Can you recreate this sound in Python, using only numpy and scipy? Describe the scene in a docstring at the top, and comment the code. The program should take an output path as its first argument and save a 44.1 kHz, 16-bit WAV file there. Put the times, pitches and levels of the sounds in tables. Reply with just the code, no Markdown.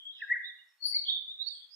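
"""A hedged garden, with a faint hiss of open air and small birds chirping farther off.
One songbird sings a blackbird-like phrase: low fluted slides, then a high twitter with a short buzz.
Every note is a whistled sine tone that swells and fades; all but the fluted ones warble.
Leaves and walls scatter each note into a short tail."""
import sys
import numpy as np
from scipy import signal
from scipy.fft import rfft, irfft
from scipy.io import wavfile

SR = 44100
rng = np.random.default_rng(int(sys.argv[2]) if len(sys.argv) > 2 else 0)


def waveform_to_disk(signal):
    """Save audio, clipped to [-1, 1], as 16-bit WAV at the path in sys.argv[1]."""
    frames = np.transpose(np.atleast_2d(signal))
    scaled = np.clip(frames, -1, 1) * 32767
    samples = np.round(scaled).astype(np.int16)
    wavfile.write(sys.argv[1], SR, samples)


N = 77175   # 1.75 s


def from_db(db):
    """Decibels to gain."""
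    return 10 ** (np.asarray(db) / 20)


def unit_rms(x):
    """Scale to rms 1."""
    return x / np.sqrt(np.mean(x ** 2) + 1e-20)


def panned(x, pan_db):
    """Pan by level: the left is pan_db louder than the right."""
    return x * from_db(np.array([[pan_db], [-pan_db]]) / 2)


def stereo_noise(size, correlation):
    """Mid-side white noise: the lower the correlation, the wider the image."""
    mid, side = rng.standard_normal((2, size))
    mid *= np.sqrt((1 + correlation) / 2)
    side *= np.sqrt((1 - correlation) / 2)
    return np.array([mid + side, mid - side])


LEAD_S, PREDELAY_S, BUILD_S = .05, .008, .017   # the response starts LEAD_S ahead of the note: a faint swell leads into each note
LEAVES_T60_S, WALLS_T60_S = .09, .48   # for a note at 3100 Hz
WALLS_DB, BLUR_DB, BLUR_REACH_S = -6, -9, .059
def garden_reverb(hz):
    """Impulse response: near leaves scatter briefly, hedge and walls longer; besides, each note is smeared a
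    little in time, so a faint swell leads into it."""
    t = np.arange(SR) / SR - LEAD_S
    late = np.maximum(t - PREDELAY_S, 0)
    fall = -60 * late * (hz / 3100) ** .33   # higher notes die sooner
    leaves = from_db(fall / LEAVES_T60_S)
    walls = from_db(WALLS_DB + fall / WALLS_T60_S)
    tail = (1 - np.exp(-late / BUILD_S)) * np.hypot(leaves, walls)
    blur = from_db(BLUR_DB) * np.maximum(1 - np.abs(t) / BLUR_REACH_S, 0) ** 2
    return stereo_noise(SR, correlation=.3) * np.hypot(tail, blur)


def in_garden(start_s, tone, hz, level_db, pan_db, wet_db, right_lag_ms=0):
    """Place a note on the timeline: the direct sound plus its reverb, wet_db relative to it."""
    wet = signal.fftconvolve(garden_reverb(hz), tone[None], axes=1)
    wet *= from_db(wet_db) * np.sqrt(np.sum(tone ** 2) / np.sum(wet ** 2, axis=1, keepdims=True))
    mix = panned(wet, .82 * pan_db)   # the tail sits nearer the centre than the note
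    lead = int(LEAD_S * SR)
    mix[:, lead:lead + len(tone)] += panned(tone, pan_db)
    at = np.arange(N) - int(start_s * SR) + lead
    lags = 0, round(right_lag_ms * SR / 1000)
    ears = [np.interp(at - lag, np.arange(len(ear)), ear, 0, 0) for ear, lag in zip(mix, lags)]
    return from_db(level_db) * np.array(ears)


ATTACK_SHARE, RELEASE_SHARE, WARBLE_BANDWIDTH_HZ = .32, .31, 160
def whistle(length_s, start_hz, middle_hz, end_hz, warble_hz):
    """A bird's voice: a sine bent through three pitches, with a fast uneven warble warble_hz deep."""
    progress = np.linspace(0, 1, int(length_s * SR))
    glide_hz = np.polyval(np.polyfit([0, .5, 1], [start_hz, middle_hz, end_hz], 2), progress)
    lowpass = signal.butter(4, WARBLE_BANDWIDTH_HZ, fs=SR, output="sos")
    wobble = unit_rms(signal.sosfilt(lowpass, rng.standard_normal(SR // 2)))
    hz = glide_hz + warble_hz * np.tanh(wobble[-len(progress):])
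    attack = np.sin(np.pi / 2 * np.clip(progress / ATTACK_SHARE, 0, 1)) ** 2
    release = np.sin(np.pi / 2 * np.clip((1 - progress) / RELEASE_SHARE, 0, 1)) ** 2
    return attack * release * np.sin(2 * np.pi * np.cumsum(hz) / SR)


# EQ curve of the air bed: f/Hz, relative level/dB
AIR_EQ = [(30, -38.5), (100, -28), (250, -23), (500, -16.5), (900, -5), (1400, -2), (2500, -3.5),
          (5000, -10), (8000, -12), (15000, -14)]
def open_air(level_db=-77):
    """The bed: a wide, steady hiss with little bass."""
    hz, db = np.transpose(AIR_EQ)
    eq = from_db(np.interp(np.log(np.fft.rfftfreq(N, 1 / SR) + 1), np.log(hz), db))
    hiss = irfft(rfft(stereo_noise(N, correlation=.36)) * eq, N)
    return from_db(level_db) * unit_rms(hiss)


# Background chirps: t/s, length/s, start f/Hz, end f/Hz, level/dB, warble depth/Hz
DISTANT_CHIRPS = [(.030, 0.045, 7660, 7584, -82, 128.5), (0.181, 0.018, 5400, 5056, -66, 225),
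                  (0.684, 0.029, 5580, 5220, -72, 110), (1.274, 0.043, 7620, 7310, -82.5, 130.3),
                  (1.507, 0.059, 8270, 8430, -67, 140.5)]
def distant_birds():
    """Faint straight glides, centred and more wet than dry, so they sit far back."""
    return sum(in_garden(t, whistle(length, start, (start + end) / 2, end, warble), start, db,
                         pan_db=0, wet_db=4)
               for t, length, start, end, db, warble in DISTANT_CHIRPS)


HIGH_NOTE_LAG_MS = .11   # buzz and twitter reach the right ear this much later

# Thin overtones of the buzz: t/s, length/s, f/Hz, level/dB, warble depth/Hz
BUZZ_PARTIALS = [(.860, .085, 7570, -76.5, 280), (.848, .070, 9730, -51.5, 220),
                 (.848, .075, 10100, -50.5, 230), (.850, .070, 10800, -58.5, 280),
                 (.853, 0.022, 13600, -56, 280), (.815, .145, 13700, -63, 280),
                 (.852, 0.02, 14750, -67, 220)]
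def buzz():
    """A rasp in the twitter, panned right: stacked high tones roughened by a deep warble."""
    return sum(in_garden(t, whistle(length, hz, hz, hz, warble), hz, db,
                         pan_db=-13, wet_db=-5.5, right_lag_ms=HIGH_NOTE_LAG_MS)
               for t, length, hz, db, warble in BUZZ_PARTIALS)


# The songbird's high notes:
# t/s, length/s, start f/Hz, middle f/Hz, end f/Hz, level/dB, pan/dB, wet/dB, warble depth/Hz
TWITTER_NOTES = [ (-.04, 0.087, 3313, 3272, 3239, -51.5, 0.5, 3.5, 130),
                 (0.041, 0.087, 3304, 3308, 3243, -40.5, 3, -6, 38),
                 (0.133, 0.074, 3310, 3274, 3160, -52, 1, -11.5, 280),
                 (0.115, 0.069, 3700, 3686, 3786, -54, -10, 2.5, 183),
                 (0.202, 0.013, 2960, 2732, 2570, -47, 1.5, -3.5, 120),
                 (0.207, .030, 3530, 3752, 3730, -59.5, -12.5, 5.5, 77),
                 (0.435, 0.056, 3446, 3727, 3930, -44, -15.5, -8, 30.6),
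                 (0.476, 0.038, 3780, 3630, 3476, -43, -8.5, -4.5, 123),
                 (0.582, 0.033, 2776, 2870, 2920, -60, -3.5, -7.5, 24),
                 (0.816, 0.053, 4430, 4350, 4454, -37.5, 8, -2.5, 38),
                 (.850, 0.024, 4376, 4554, 4970, -27, 9, 1, 49),
                 (0.869, 0.048, 4633, 4480, 4466, -36.5, 6.5, 4.5, 227),
                 (0.85, .095, 5100, 5063, 5000, -47, 6.5, -16, 400),
                 (0.941, .022, 4313, 4613, 4490, -26, -0.5, -4.5, 28),
                 (.960, 0.015, 4578, 4370, 4746, -22, 2, 0.5, 25),
                 (0.974, 0.031, 3795, 3977, 4050, -50, 9.5, 7.5, 170),
                 (1.052, .026, 3332, 3294, 3200, -48, -14, -17, 178),
                 (1.077, 0.035, 2986, 3522, 3897, -27.5, -6, 1.5, 66),
                 (1.098, 0.065, 3469, 3556, 3440, -29, -4.5, 0.5, 85.7),
                 (1.265, 0.077, 3560, 3595, 3978, -42, 1, 1.5, 38),
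                 (1.391, 0.049, 3574, 3793, 4158, -33, -10.5, -5, 11.3),
                 (1.461, 0.034, 4290, 4409, 4818, -39, -25, -4, 13),
                 (1.496, 0.038, 3955, 3710, 3626, -41.5, -8.5, -10, 67),
                 (1.505, 0.082, 4550, 4410, 4450, -51, 15, -5.5, 250),
                 (1.549, 0.035, 3280, 3340, 3204, -52.5, 7.5, 5, 137),
                 (1.613, 0.053, 3535, 3436, 3380, -54.5, 16.5, -11, 80),
                 (1.700, 0.064, 4597, 4934, 5790, -58, -22.5, 1, 39)]
def twitter():
    """Quick, bright whistles, each with its own bend and flutter."""
    return sum(in_garden(t, whistle(length, start, middle, end, warble), middle, db, pan, wet,
                         HIGH_NOTE_LAG_MS)
               for t, length, start, middle, end, db, pan, wet, warble in TWITTER_NOTES)


# The songbird's low notes: t/s, length/s, start f/Hz, middle f/Hz, end f/Hz, level/dB, pan/dB, wet/dB
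FLUTED_NOTES = [ (0.216, .020, 2085, 1780, 1690, -33, -2.5, -8),
                (0.229, .027, 1633, 1640, 1580, -38, 6.5, -4),
                (0.265, 0.052, 1744, 1776, 1816, -48.5, 4, -4),
                (0.296, 0.027, 1647, 1801, 1990, -31, 4, -2.5),
                (0.306, .025, 1885, 1923, 2058, -19.5, 1, -4.5),
                (0.322, 0.02, 2042, 2116, 2071, -33, -0.5, -2),
                (0.339, .026, 2046, 1750, 1494, -35, -5, -3),
                (0.927, 0.055, 1946, 2192, 2304, -56.5, -20, -3)]
def fluted_slides():
    """Clean, round whistles that slide without warble."""
    return sum(in_garden(t, whistle(length, start, middle, end, warble_hz=0), middle, db, pan, wet)
               for t, length, start, middle, end, db, pan, wet in FLUTED_NOTES)


def scene():
    """The mix: the song over the air bed, with distant birds behind it."""
    return open_air() + fluted_slides() + twitter() + buzz() + distant_birds()


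def record(dry):
    """A steep high cut on the master."""
    cutoff_hz = 15450
    return signal.sosfilt(signal.ellip(12, .1, 70, cutoff_hz, fs=SR, output="sos"), dry)


dry = scene()
out = record(dry)
waveform_to_disk(out)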